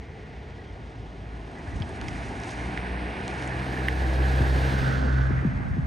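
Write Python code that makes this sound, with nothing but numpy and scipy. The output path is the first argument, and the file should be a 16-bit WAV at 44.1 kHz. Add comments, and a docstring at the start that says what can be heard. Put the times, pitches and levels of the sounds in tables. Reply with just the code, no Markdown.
"""A car with a droning four-cylinder engine climbs a hill road, passes close by and leaves to the right.
Its firing pulses make low hum tones with a growl on top. Other cars roll by before it, one after
another: their tyres roar and hiss over a deep rumble, louder as each car comes near.
At the verge, gusts buffet the microphone, dry grass rustles and there are ticks, as of twigs and grit.
Early on come a faint far-off whistle and a few hollow swells, as of brushed sheet metal."""
import sys
import numpy as np
from scipy import signal
from scipy.fft import rfft, irfft, next_fast_len
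from scipy.io import wavfile

SR = 44100
rng = np.random.default_rng(int(sys.argv[2]) if len(sys.argv) > 2 else 0)


def file_out(sig):
    """Save sig as 16-bit WAV at sys.argv[1]."""
    # one column per channel
    cols = np.atleast_2d(sig).T
    # limit, then scale
    lim = np.clip(cols, -1, 1)
    pcm = np.round(lim * 32767).astype(np.int16)
    wavfile.write(sys.argv[1], SR, pcm)


N = 258599
TIME = np.arange(N) / SR
FREQS = np.maximum(np.fft.rfftfreq(next_fast_len(N), 1 / SR), 1)

# pulses of the far-off whistle: t/s, half length/s, level/dB
WHISTLE_PULSES = [(.545, .022, -67), (.612, .014, -66), (.685, .038, -62.5)]
# hollow, brushing swells: t/s, half length/s, level/dB
BRUSH_SWELLS = [(.6, .025, -53.5), (1.578, .026, -49.5), (1.688, .014, -49), (1.735, .025, -48)]
# the two notes they ring with: f/Hz, width/Hz, relative level/dB
BRUSH_NOTES = [(1680, 45, -4), (1945, 45, -2)]
# stirs of dry grass: t/s, half length/s, snaps per second, level before filtering/dB
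GRASS_STIRS = [(1.8, 0.45, 2700, -43), (2.2, 0.17, 2800, -43), (2.5, 0.15, 1500, -34),
               (2.72, 0.12, 2800, -47), (3.4, 0.21, 3000, -36.5), (3.9, 0.28, 1800, -40.5)]
# dry ticks: t/s, knock level/dB, knock f/Hz, crack level/dB, crack lowest f/Hz, crack highest f/Hz
TWIG_TICKS = [(1.8015, -52, 3500, -35, 2000, 8500), (1.8215, -30.5, 3200, -22.5, 1500, 3900),
              (1.8265, -39, 3100, -29, 2000, 4000), (1.893, -50, 1770, -38, 6000, 10000),
              (1.992, -38, 2070, -37, 1100, 5000), (2.0138, -34, 1650, -23.5, 1200, 7800),
              (2.0825, -35, 2000, -27, 1200, 8500), (2.0845, -26.5, 2200, -24, 1500, 7000),
              (2.0892, -40, 2000, -31, 1500, 9000), (2.401, -40, 1810, -27, 5000, 9500),
              (2.436, -40, 2200, -28.5, 2000, 7000), (2.494, -38, 2200, -26, 1300, 7000),
              (2.518, -42, 2200, -30, 2000, 8500), (2.773, -35, 2000, -31, 1100, 6000),
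              (2.7753, -21, 1900, -24.5, 1100, 5500), (3.2795, -32, 2900, -23, 2200, 8500),
              (3.339, -44, 2000, -32, 3500, 9000), (3.4245, -34, 2000, -28, 2500, 6000),
              (3.4758, -32, 2000, -26, 6000, 10000), (3.8835, -19, 1600, -40, 1100, 4000),
              (3.8847, -12.5, 1900, -27, 7500, 14000)]
# gusts on the microphone: t/s, half length/s, level/dB
WIND_GUSTS = [(1.77, 0.077, -43), (2.118, .2, -47), (4.057, 0.14, -47), (4.7, 0.55, -41),
              (5.35, 0.21, -37.5), (5.726, 0.19, -36.5)]
# thuds of wind: t/s, peak level/dB, length/s, final f/Hz, left minus right/dB
WIND_THUDS = [(1.673, -28, 0.019, 77, .5), (1.752, -28, 0.029, 66, 1), (1.803, -22, 0.018, 92, 2),
              (4.403, -26, 0.007, 198, 1.5), (4.407, -16, 0.014, 75, 1.5), (5.305, -24, 0.01, 195, 0),
              (5.314, -22, .014, 85, 0), (5.423, -32, .012, 250, 0), (5.448, -16, 0.018, 165, 1.5),
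              (5.470, -21, 0.015, 130, 0), (5.556, -21, 0.018, 58, -.5), (5.603, -30, .012, 185, 0),
              (5.618, -22.5, 0.022, 68, -3.5), (5.702, -21.5, 0.02, 100, -3), (5.766, -29, 0.013, 190, 0),
              (5.780, -17.5, 0.019, 128, 1), (5.825, -23, 0.037, 63, -.5)]

# cars going by: nearest t/s, time to drive as far as their gap to the listener/s, relative level/dB
CAR_PASSES = [(.1, 0.54, -25), (1.85, 0.25, -11.5), (2.44, 0.6, -7), (3.33, 0.73, -6), (4.49, 0.88, -0.5)]
# tone colour of the traffic rumble: f/Hz, relative level/dB
RUMBLE_COLOUR = [(15, -31), (25, -18.5), (36, -14), (56, 3.5), (75, 0), (102, -2), (150, -4.5), (200, -11),
                 (300, -36), (600, -70)]
# ringing body panels and tyres: t/s, half length/s, f/Hz, width/Hz, level/dB
BODY_RINGS = [(.15, 0.72, 1990, 380, -55.5), (.2, 0.66, 438, 48, -52), (2.148, 0.68, 255.3, 46, -46),
              (3.164, 0.27, 2448, 500, -47.5), (4.8, 0.85, 162.3, 22, -45)]
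# tone colour of the tyres at five places along the road: f/Hz, relative level/dB
COLOUR_DISTANT = [(200, 0), (400, 2), (550, -6.5), (700, -0.5), (900, -6), (1100, -15.5), (1350, -20),
                  (1900, -16.5), (2400, -20.5), (3200, -24), (5500, -33.5), (9000, -43.5), (11500, -65),
                  (14000, -62)]
COLOUR_AHEAD = [(200, 1), (270, -1.5), (400, -4), (550, -11.5), (700, -3), (900, -7.5), (1100, -11.5),
                (1350, -11.5), (1750, -4), (2300, -9), (3200, -25.5), (5500, -36.5), (7000, -46.5),
                (9000, -39.5), (11500, -55), (14000, -70)]
COLOUR_CLOSE = [(200, -0.5), (350, 1.5), (550, -4.5), (800, -3), (1100, -17), (1300, -21.5), (1650, -13.5),
                (2100, -20), (2700, -21.5), (4000, -20), (6000, -29.5), (9000, -33), (11500, -37.5),
                (14000, -41)]
COLOUR_PAST = [(200, 3), (300, -4.5), (400, -8.5), (700, -10.5), (1050, -14.5), (1500, -5.5), (1850, -10),
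               (2500, -21), (4000, -27), (6000, -34.5), (9000, -44.5), (11500, -56), (14000, -51)]
COLOUR_GONE = [(200, -2.5), (400, -20), (700, -16), (1100, -22), (1600, -21), (2100, -23), (3000, -33),
               (5500, -42), (9000, -49), (11500, -82), (14000, -75)]
# how tyre noise reaches the two sides: f/Hz, left minus right/dB, left lead/rad, likeness (0 to 1)
STEREO_AHEAD = [(150, -1.5, 0, 1), (500, 2, 0.02, 0.91), (854, 2, 0.46, 0.94), (1100, 2.5, 1.05, 0.65),
                (1460, -4.5, 2.5, 1), (1760, -11, 1.4, 1), (2030, -1.5, -.2, .97), (2500, 1, .5, .92),
                (3200, 1, .5, .85), (3700, 0, .1, .97), (4300, 0, 0, .995)]
STEREO_CLOSE = [(150, 4, 0.5, 1), (504, 1.5, 0.15, 0.97), (895, 5, 0.7, 0.31), (1140, 2, 2, 0.79),
                (1380, -7.5, 2.5, 0.92), (1710, -10.5, 2.6, 0.6), (2000, -0.5, -.3, .85),
                (2900, 1, 0.5, 0.88), (4300, -1, 0, .99)]
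STEREO_PAST = [(150, 3, 0.26, 0.56), (350, 1, 1.2, 0.55), (700, 0, 2.26, .68), (1110, -5, 2.3, 0.8),
               (1300, -16, 3.8, 0.54), (1730, -5, 5.4, .8), (2200, 1.5, 6.5, 0.85), (3000, 0.5, 6.1, 0.8),
               (4300, -1, 6.28, .99)]
STEREO_GONE = [(149, -3, 0.5, 0.52), (405, -4, -7, 0.22), (572, -6, -2, .5), (1100, -4.5, -3.5, 0.33),
               (1630, -0.5, -4, 0.53), (2200, 3, -.5, 0.97), (3000, 0, 1, .9), (4300, 4, 1, 0.93)]
# traffic leaves "distant", enters and leaves "ahead", "close" and "past", then reaches "gone": t/s
PLACE_TIMES = [.9, 2.3, 3.5, 4.3, 4.65, 5.0, 5.199, 5.549]
# whine of the nearest car's tyre grooves: t/s, centre f/Hz, level/dB
GROOVE_WHINE = [(1.5, 1766, -78), (3.5, 1740, -53), (4.3, 1680, -43), (4.6, 1585, -49), (4.88, 1540, -40.5),
                (5.03, 1520, -43.5), (5.2, 1550, -39.5), (5.55, 1602, -58), (5.86, 1612, -53)]

# engine speed as firings per second: t/s, f/Hz
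FIRING_RATE = [(0, 51), (.8, 52), (1.15, 55.5), (2.3, 57), (2.7, 60), (3.4, 63.1), (3.8, 64.4), (4.3, 65),
               (4.75, 65.7), (5.86, 64.4)]
# the four lowest exhaust tones swell and fade as the car moves: t/s, then level/dB for each tone
HUM_LEVELS = [(0.0, -71, -60, -69, -60.0), (0.75, -52, -50, -59, -61), (1.0, -43, -50.5, -60, -64),
              (1.5, -43.5, -54, -66, -60.0), (2.35, -47.5, -48, -58, -65), (2.73, -38, -40, -41, -52),
              (3.03, -32.5, -53, -42.5, -64), (3.28, -41, -44, -46.5, -56), (3.5, -37, -36.5, -43.0, -62),
              (3.67, -38, -36.0, -44, -52), (3.85, -32, -34, -41, -48), (4.02, -26.0, -43.5, -60, -58),
              (4.2, -23.5, -31, -44, -46), (4.55, -22.5, -30.5, -50, -40), (4.74, -29.0, -28, -34.5, -44),
              (4.9, -29.5, -25, -55, -41), (5.04, -25.5, -32.5, -60, -36.5), (5.2, -22.5, -25.5, -42, -43),
              (5.36, -30, -26.5, -56, -57), (5.53, -39, -38, -38, -43), (5.86, -42, -53, -51, -46)]
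# higher exhaust tones, the growl: multiple of the firing rate, relative level/dB
GROWL_TONES = [(4.5, -10), (5, -1), (6, -5), (7, -4.5), (8, -4.5), (9, -10), (10, -11), (12, -12)]
# strength of the growl, before it is dimmed behind the car: t/s, level/dB
GROWL_LEVEL = [(0, -58), (2.35, -55), (2.7, -48), (3.62, -47), (4.13, -41.5), (5.24, -41.5), (5.5, -49)]
# left and right fall out of step in the treble: f/Hz, left lead/rad
TREBLE_LEAD = [(6800, 0), (7450, 3.14), (8000, 6.0), (8800, 6.1), (9900, 4.7), (10700, 3.3), (12300, 3.1),
               (13200, 6.28)]


def from_db(db):
    """Turn decibels into a factor to multiply by."""
    return 10 ** (np.asarray(db) / 20)


def pan(db):
    """Left and right gains, with the left louder by db."""
    return from_db([[db / 2], [-db / 2]])


def rms(x):
    """The typical size of a signal (root mean square)."""
    return np.sqrt(np.mean(x ** 2) + 1e-20)


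def in_time(rows):
    """Join a table's points with lines, giving each column at every sample."""
    times, *columns = np.transpose(rows)
    return [np.interp(TIME, times, column) for column in columns]


def in_frequency(rows):
    """Join a table's points with lines, giving each column at every frequency."""
    hz, *columns = np.transpose(rows)
    return [np.interp(np.log(FREQS), np.log(hz), column) for column in columns]


def white():
    """The spectrum of a fresh noise, on average equally strong at all frequencies."""
    return rng.standard_normal(len(FREQS)) + 1j * rng.standard_normal(len(FREQS))


def to_wave(spectrum):
    """Turn a spectrum into samples."""
    return irfft(spectrum, next_fast_len(N))[..., :N]


def drift(rate_hz):
    """A random wobble of typical size 1, mostly slower than rate_hz."""
    slow = to_wave(white() / (1 + (FREQS / rate_hz) ** 2))
    return slow / rms(slow)


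def band(x, low_hz, high_hz):
    """Keep what lies between two frequencies."""
    sos = signal.butter(2, [low_hz, min(high_hz, .45 * SR)], "band", fs=SR, output="sos")
    return signal.sosfilt(sos, x + 1e-18)


def bell(s, half_s):
    """A smooth rise and fall that peaks at time s."""
    return np.exp(-((TIME - s) / half_s) ** 2)


def ringing_noise(hz, width_hz, lead=0):
    """A narrow stereo band of noise around a pitch that may move."""
    phase = 2 * np.pi * np.cumsum(hz * np.ones(N)) / SR + lead * np.array([[.5], [-.5]])
    return drift(width_hz) * np.cos(phase) + drift(width_hz) * np.sin(phase)


def whistle(hz=3230, waver_hz=22, flicker=.4):
    """A faint, thin squeak in three short pulses."""
    pitch = hz + waver_hz * drift(24)
    pulses = sum(from_db(db) * bell(s, half_s) for s, half_s, db in WHISTLE_PULSES)
    gain = pulses * np.maximum(1 + flicker * drift(22), 0)
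    return gain * np.sqrt(2) * np.sin(2 * np.pi * np.cumsum(pitch) / SR)


def brushes():
    """Brief hollow swells, as of brushed sheet metal, all ringing at the same two pitches."""
    gain = sum(from_db(db) * bell(s, half_s) for s, half_s, db in BRUSH_SWELLS)
    return gain * sum(from_db(db) * ringing_noise(hz, width_hz) for hz, width_hz, db in BRUSH_NOTES)


def grass(bands=8, top_hz=9500, scuff_db=2.0):
    """Dry grass rustles in uneven bursts of tiny snaps, each dealt to a random pitch band."""
    snaps_per_s = sum(rate * bell(s, half_s) for s, half_s, rate, _ in GRASS_STIRS)
    gain = sum(from_db(db) * bell(s, half_s) for s, half_s, _, db in GRASS_STIRS)
    uneven_db = scuff_db * drift(23) + 2.8 * np.minimum(rng.exponential(1, N), 2)
    sizes = gain * from_db(uneven_db) * rng.choice([-1, 1], N)
    clicks = sizes * (rng.random(N) < snaps_per_s / SR)
    dealt = rng.integers(0, bands, N)
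    pitches = np.geomspace(2900, 10500, bands)
    snaps = sum(band(clicks * (dealt == k), hz / np.sqrt(2), hz * np.sqrt(2))
                for k, hz in enumerate(pitches))
    return band(band(snaps, 1200, top_hz), 1200, top_hz)


def ticks(rise_s=0.00055, crack_fade_s=0.0042, pan_db=-6, lead=0.55, echo_s=.005, echo_db=-17):
    """Each tick is a bright crack plus a two-note woody knock on the right, with one ground echo."""
    knocks, cracks = np.zeros((2, N)), np.zeros(N)
    age = np.arange(SR // 20) / SR
    swell = age / rise_s * np.exp(1 - age / rise_s)
    for s, knock_db, hz, crack_db, low_hz, top_hz in TWIG_TICKS:
        span = slice(round(s * SR), round(s * SR) + len(age))
        phase = 2 * np.pi * hz * age + lead * np.array([[1], [0]])
        notes = np.sin(phase) + from_db(-9) * np.sin(1.5 * phase)
        knocks[:, span] += from_db(knock_db) * swell * notes
        burst = from_db(crack_db - 60 * age / crack_fade_s) * rng.standard_normal(len(age))
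        cracks[span] += band(band(burst, low_hz, top_hz), low_hz, top_hz)
    direct = knocks * pan(pan_db) + cracks
    echo = band(np.roll(direct, round(echo_s * SR), axis=1), 1000, 4500)
    return direct + from_db(echo_db) * echo


def gust_gain():
    """The strength of all the gusts together, added in power."""
    return np.sqrt(sum((from_db(db) * bell(s, half_s)) ** 2 for s, half_s, db in WIND_GUSTS))


def breeze(low_hz=42, high_hz=135, lumpy_db=3.5, calm_db=-62.5):
    """Swirls of air push the microphone's left and right openings in opposite directions."""
    swirls = band(rng.standard_normal(N), low_hz, high_hz) * from_db(lumpy_db * drift(8.3))
    gain = np.hypot(gust_gain(), from_db(calm_db))
    return gain * swirls / rms(swirls) * [[1], [-1]]


def thuds(glide=1.69, glide_s=0.004):
    """A gust strikes each opening with its own strength; the pitch drops as the lows arrive last."""
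    out = np.zeros((2, N))
    for s, db, length_s, hz, pan_db in WIND_THUDS:
        age = np.maximum(TIME - s, 0)
        cycles = hz * (age + glide * glide_s * (1 - np.exp(-age / glide_s)))
        swell = 2 * age / length_s * np.exp(1 - 2 * age / length_s)
        out += from_db(db) * pan(pan_db) * swell * np.sin(2 * np.pi * cycles)
    return out


def passing(nearest_s, span_s, falloff=1.65):
    """Gain of a car driving straight by: 1 at its nearest, fading with distance over rough ground."""
    relative_distance = np.hypot(1, (TIME - nearest_s) / span_s)
    return relative_distance ** -falloff


def traffic_gain(near_db, far_db, late_s=0, beam=1, hidden_db=0):
    """Passing cars add in power to the far traffic; a beam below 1 makes each pass shorter."""
    power = sum((from_db(db) * passing(s + late_s, beam * span_s)) ** 2 for s, span_s, db in CAR_PASSES)
    hidden = np.interp(TIME - late_s, [4.585, 5.32], [0, 1])  # the last car slips out of direct line
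    return np.hypot(from_db(near_db + hidden_db * hidden) * np.sqrt(power), from_db(far_db))


def rumble(width=.05, lumpy_db=-0.2, gust_boost_db=7):
    """The deep noise of the traffic, swollen by each gust."""
    mid, side = to_wave(np.array([white(), white()]) * from_db(in_frequency(RUMBLE_COLOUR)[0]))
    noise = (mid + width * side * [[1], [-1]]) / rms(mid)
    gain = np.hypot(traffic_gain(near_db=-39.5, far_db=-42), from_db(gust_boost_db) * gust_gain())
    return gain * from_db(lumpy_db * drift(5.0)) * noise


def body_ring():
    """Body panels and tyres ring in narrow bands that swell and fade as cars go by."""
    return sum(from_db(db) * bell(s, half_s) * ringing_noise(hz, width_hz)
               for s, half_s, hz, width_hz, db in BODY_RINGS)


def stereo_noise(colour, stereo):
    """Left and right spectra of a noise that comes from one place."""
    balance_db, lead, alike = in_frequency(stereo)
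    alike = np.clip(alike, 0, .99)
    left = from_db(balance_db / 2) * np.exp(.5j * lead)
    ears = np.array([left, 1 / left])
    pair = np.sqrt(1 + alike) * white() + np.sqrt(1 - alike) * white() * [[1], [-1]]
    summed_size = np.sqrt(np.sum(abs(ears) ** 2, axis=0) + 2 * alike * np.cos(lead))
    return from_db(in_frequency(colour)[0]) * ears * pair / summed_size


def tyres(firing_phase, roar_hz=170, rush_hz=1120, hiss_hz=2800, flutter_db=1.0, clatter=0.061):
    """Tyre bodies roar, treads rush and hiss; tone colour and direction change as the traffic moves."""
    places = [(COLOUR_DISTANT, STEREO_AHEAD), (COLOUR_AHEAD, STEREO_AHEAD), (COLOUR_CLOSE, STEREO_CLOSE),
              (COLOUR_PAST, STEREO_PAST), (COLOUR_GONE, STEREO_GONE)]
    above = [1 / (1 + (hz / FREQS) ** 10) for hz in (roar_hz, rush_hz, hiss_hz)]
    zones = [above[0] - above[1], above[1] - above[2], above[2]]  # low, middle and high pitches
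    place_at = (np.arange(len(PLACE_TIMES)) + 1) // 2
    parts = np.zeros((len(zones), 2, N))
    for k, (colour, stereo) in enumerate(places):
        share = np.sqrt(np.interp(TIME, PLACE_TIMES, place_at == k))  # each place fades into the next
        noise = stereo_noise(colour, stereo)
        for part, zone in zip(parts, zones):
            wave = to_wave(noise * zone)
            part += share * wave / rms(wave.mean(axis=0))
    roar_gain = traffic_gain(near_db=-34, far_db=-51.5, hidden_db=-1)
    rush_gain = traffic_gain(near_db=-38, far_db=-68, late_s=0.24, beam=0.86, hidden_db=-3.5)
    hiss_gain = traffic_gain(near_db=-45, far_db=-64.5, late_s=0.27, beam=0.82, hidden_db=-14)
    roar = parts[0] * roar_gain * from_db(flutter_db * drift(33))
    rush = parts[1] * rush_gain * from_db(flutter_db * drift(15))
    hiss = parts[2] * hiss_gain * from_db(0.89 * drift(30))
    # close by, each firing adds a beat of engine clatter
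    beat = 1 + clatter * hiss_gain / hiss_gain.max() * np.cos(firing_phase)
    return roar + beat * (rush + hiss)


def tread_whine(width_hz=170, pan_db=-10, lead=4.67):
    """Air rings in the tyre grooves of the nearest car; the pitch sags as it goes by on the right."""
    hz, db = in_time(GROOVE_WHINE)
    return from_db(db) * ringing_noise(hz, width_hz, lead) * pan(pan_db)


def engine(firing_phase, rough=0.22, behind_db=-12, lead=0.11, waver_db=0.3, shudder=.025, smear=1.2):
    """Each firing is a pressure pulse of uneven strength: four low tones hum under a wavering growl."""
    phase = firing_phase + lead * np.array([[.5], [-.5]])  # pulses reach the left a little earlier
    hum = 0
    for k, db in enumerate(in_time(HUM_LEVELS), 1):
        # the silencer smears each pulse, so its tones do not all peak together
        hum += from_db(db + waver_db * drift(2.2)) * np.cos(k * phase + smear * (k - 1))
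    # the growl spreads forward, so it fades once the car's nose has gone by
    shadow = from_db(behind_db * np.interp(TIME, [4.7, 5.4], [0, 1]))
    growl_db, = in_time(GROWL_LEVEL)
    growl = 0
    for multiple, db in GROWL_TONES:
        strength = shadow * from_db(growl_db + db) * (1 + rough * drift(7.6))
        growl += strength * np.cos(multiple * phase + .3 * drift(3))
    uneven = 1 + shudder * drift(30)
    return -np.sqrt(2) * uneven * (hum * pan(-.5) + growl * pan(.8))


def scene():
    """Add up the traffic, the wind and the small roadside sounds."""
    firing_phase = 2 * np.pi * np.cumsum(in_time(FIRING_RATE)[0]) / SR  # one turn per firing
    traffic = tyres(firing_phase) + tread_whine() + engine(firing_phase) + body_ring() + rumble()
    return traffic + breeze() + thuds() + ticks() + grass() + brushes() + whistle()


def record(dry):
    """The treble narrows to the centre, then left and right fall out of step; the very top is cut."""
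    left, right = rfft(np.pad(dry, [(0, 0), (0, next_fast_len(N) - N)], "linear_ramp"))
    mid = (left + right) / 2
    side = (left - right) / 2 / (1 + (FREQS / 3800) ** 10)
    turn = np.exp(.5j * in_frequency(TREBLE_LEAD)[0])
    heard = to_wave(np.array([(mid + side) * turn, (mid - side) / turn]))
    top_cut = signal.cheby2(16, 70, 16200, fs=SR, output="sos")
    return signal.sosfilt(top_cut, heard)


dry = scene()
out = record(dry)
file_out(out)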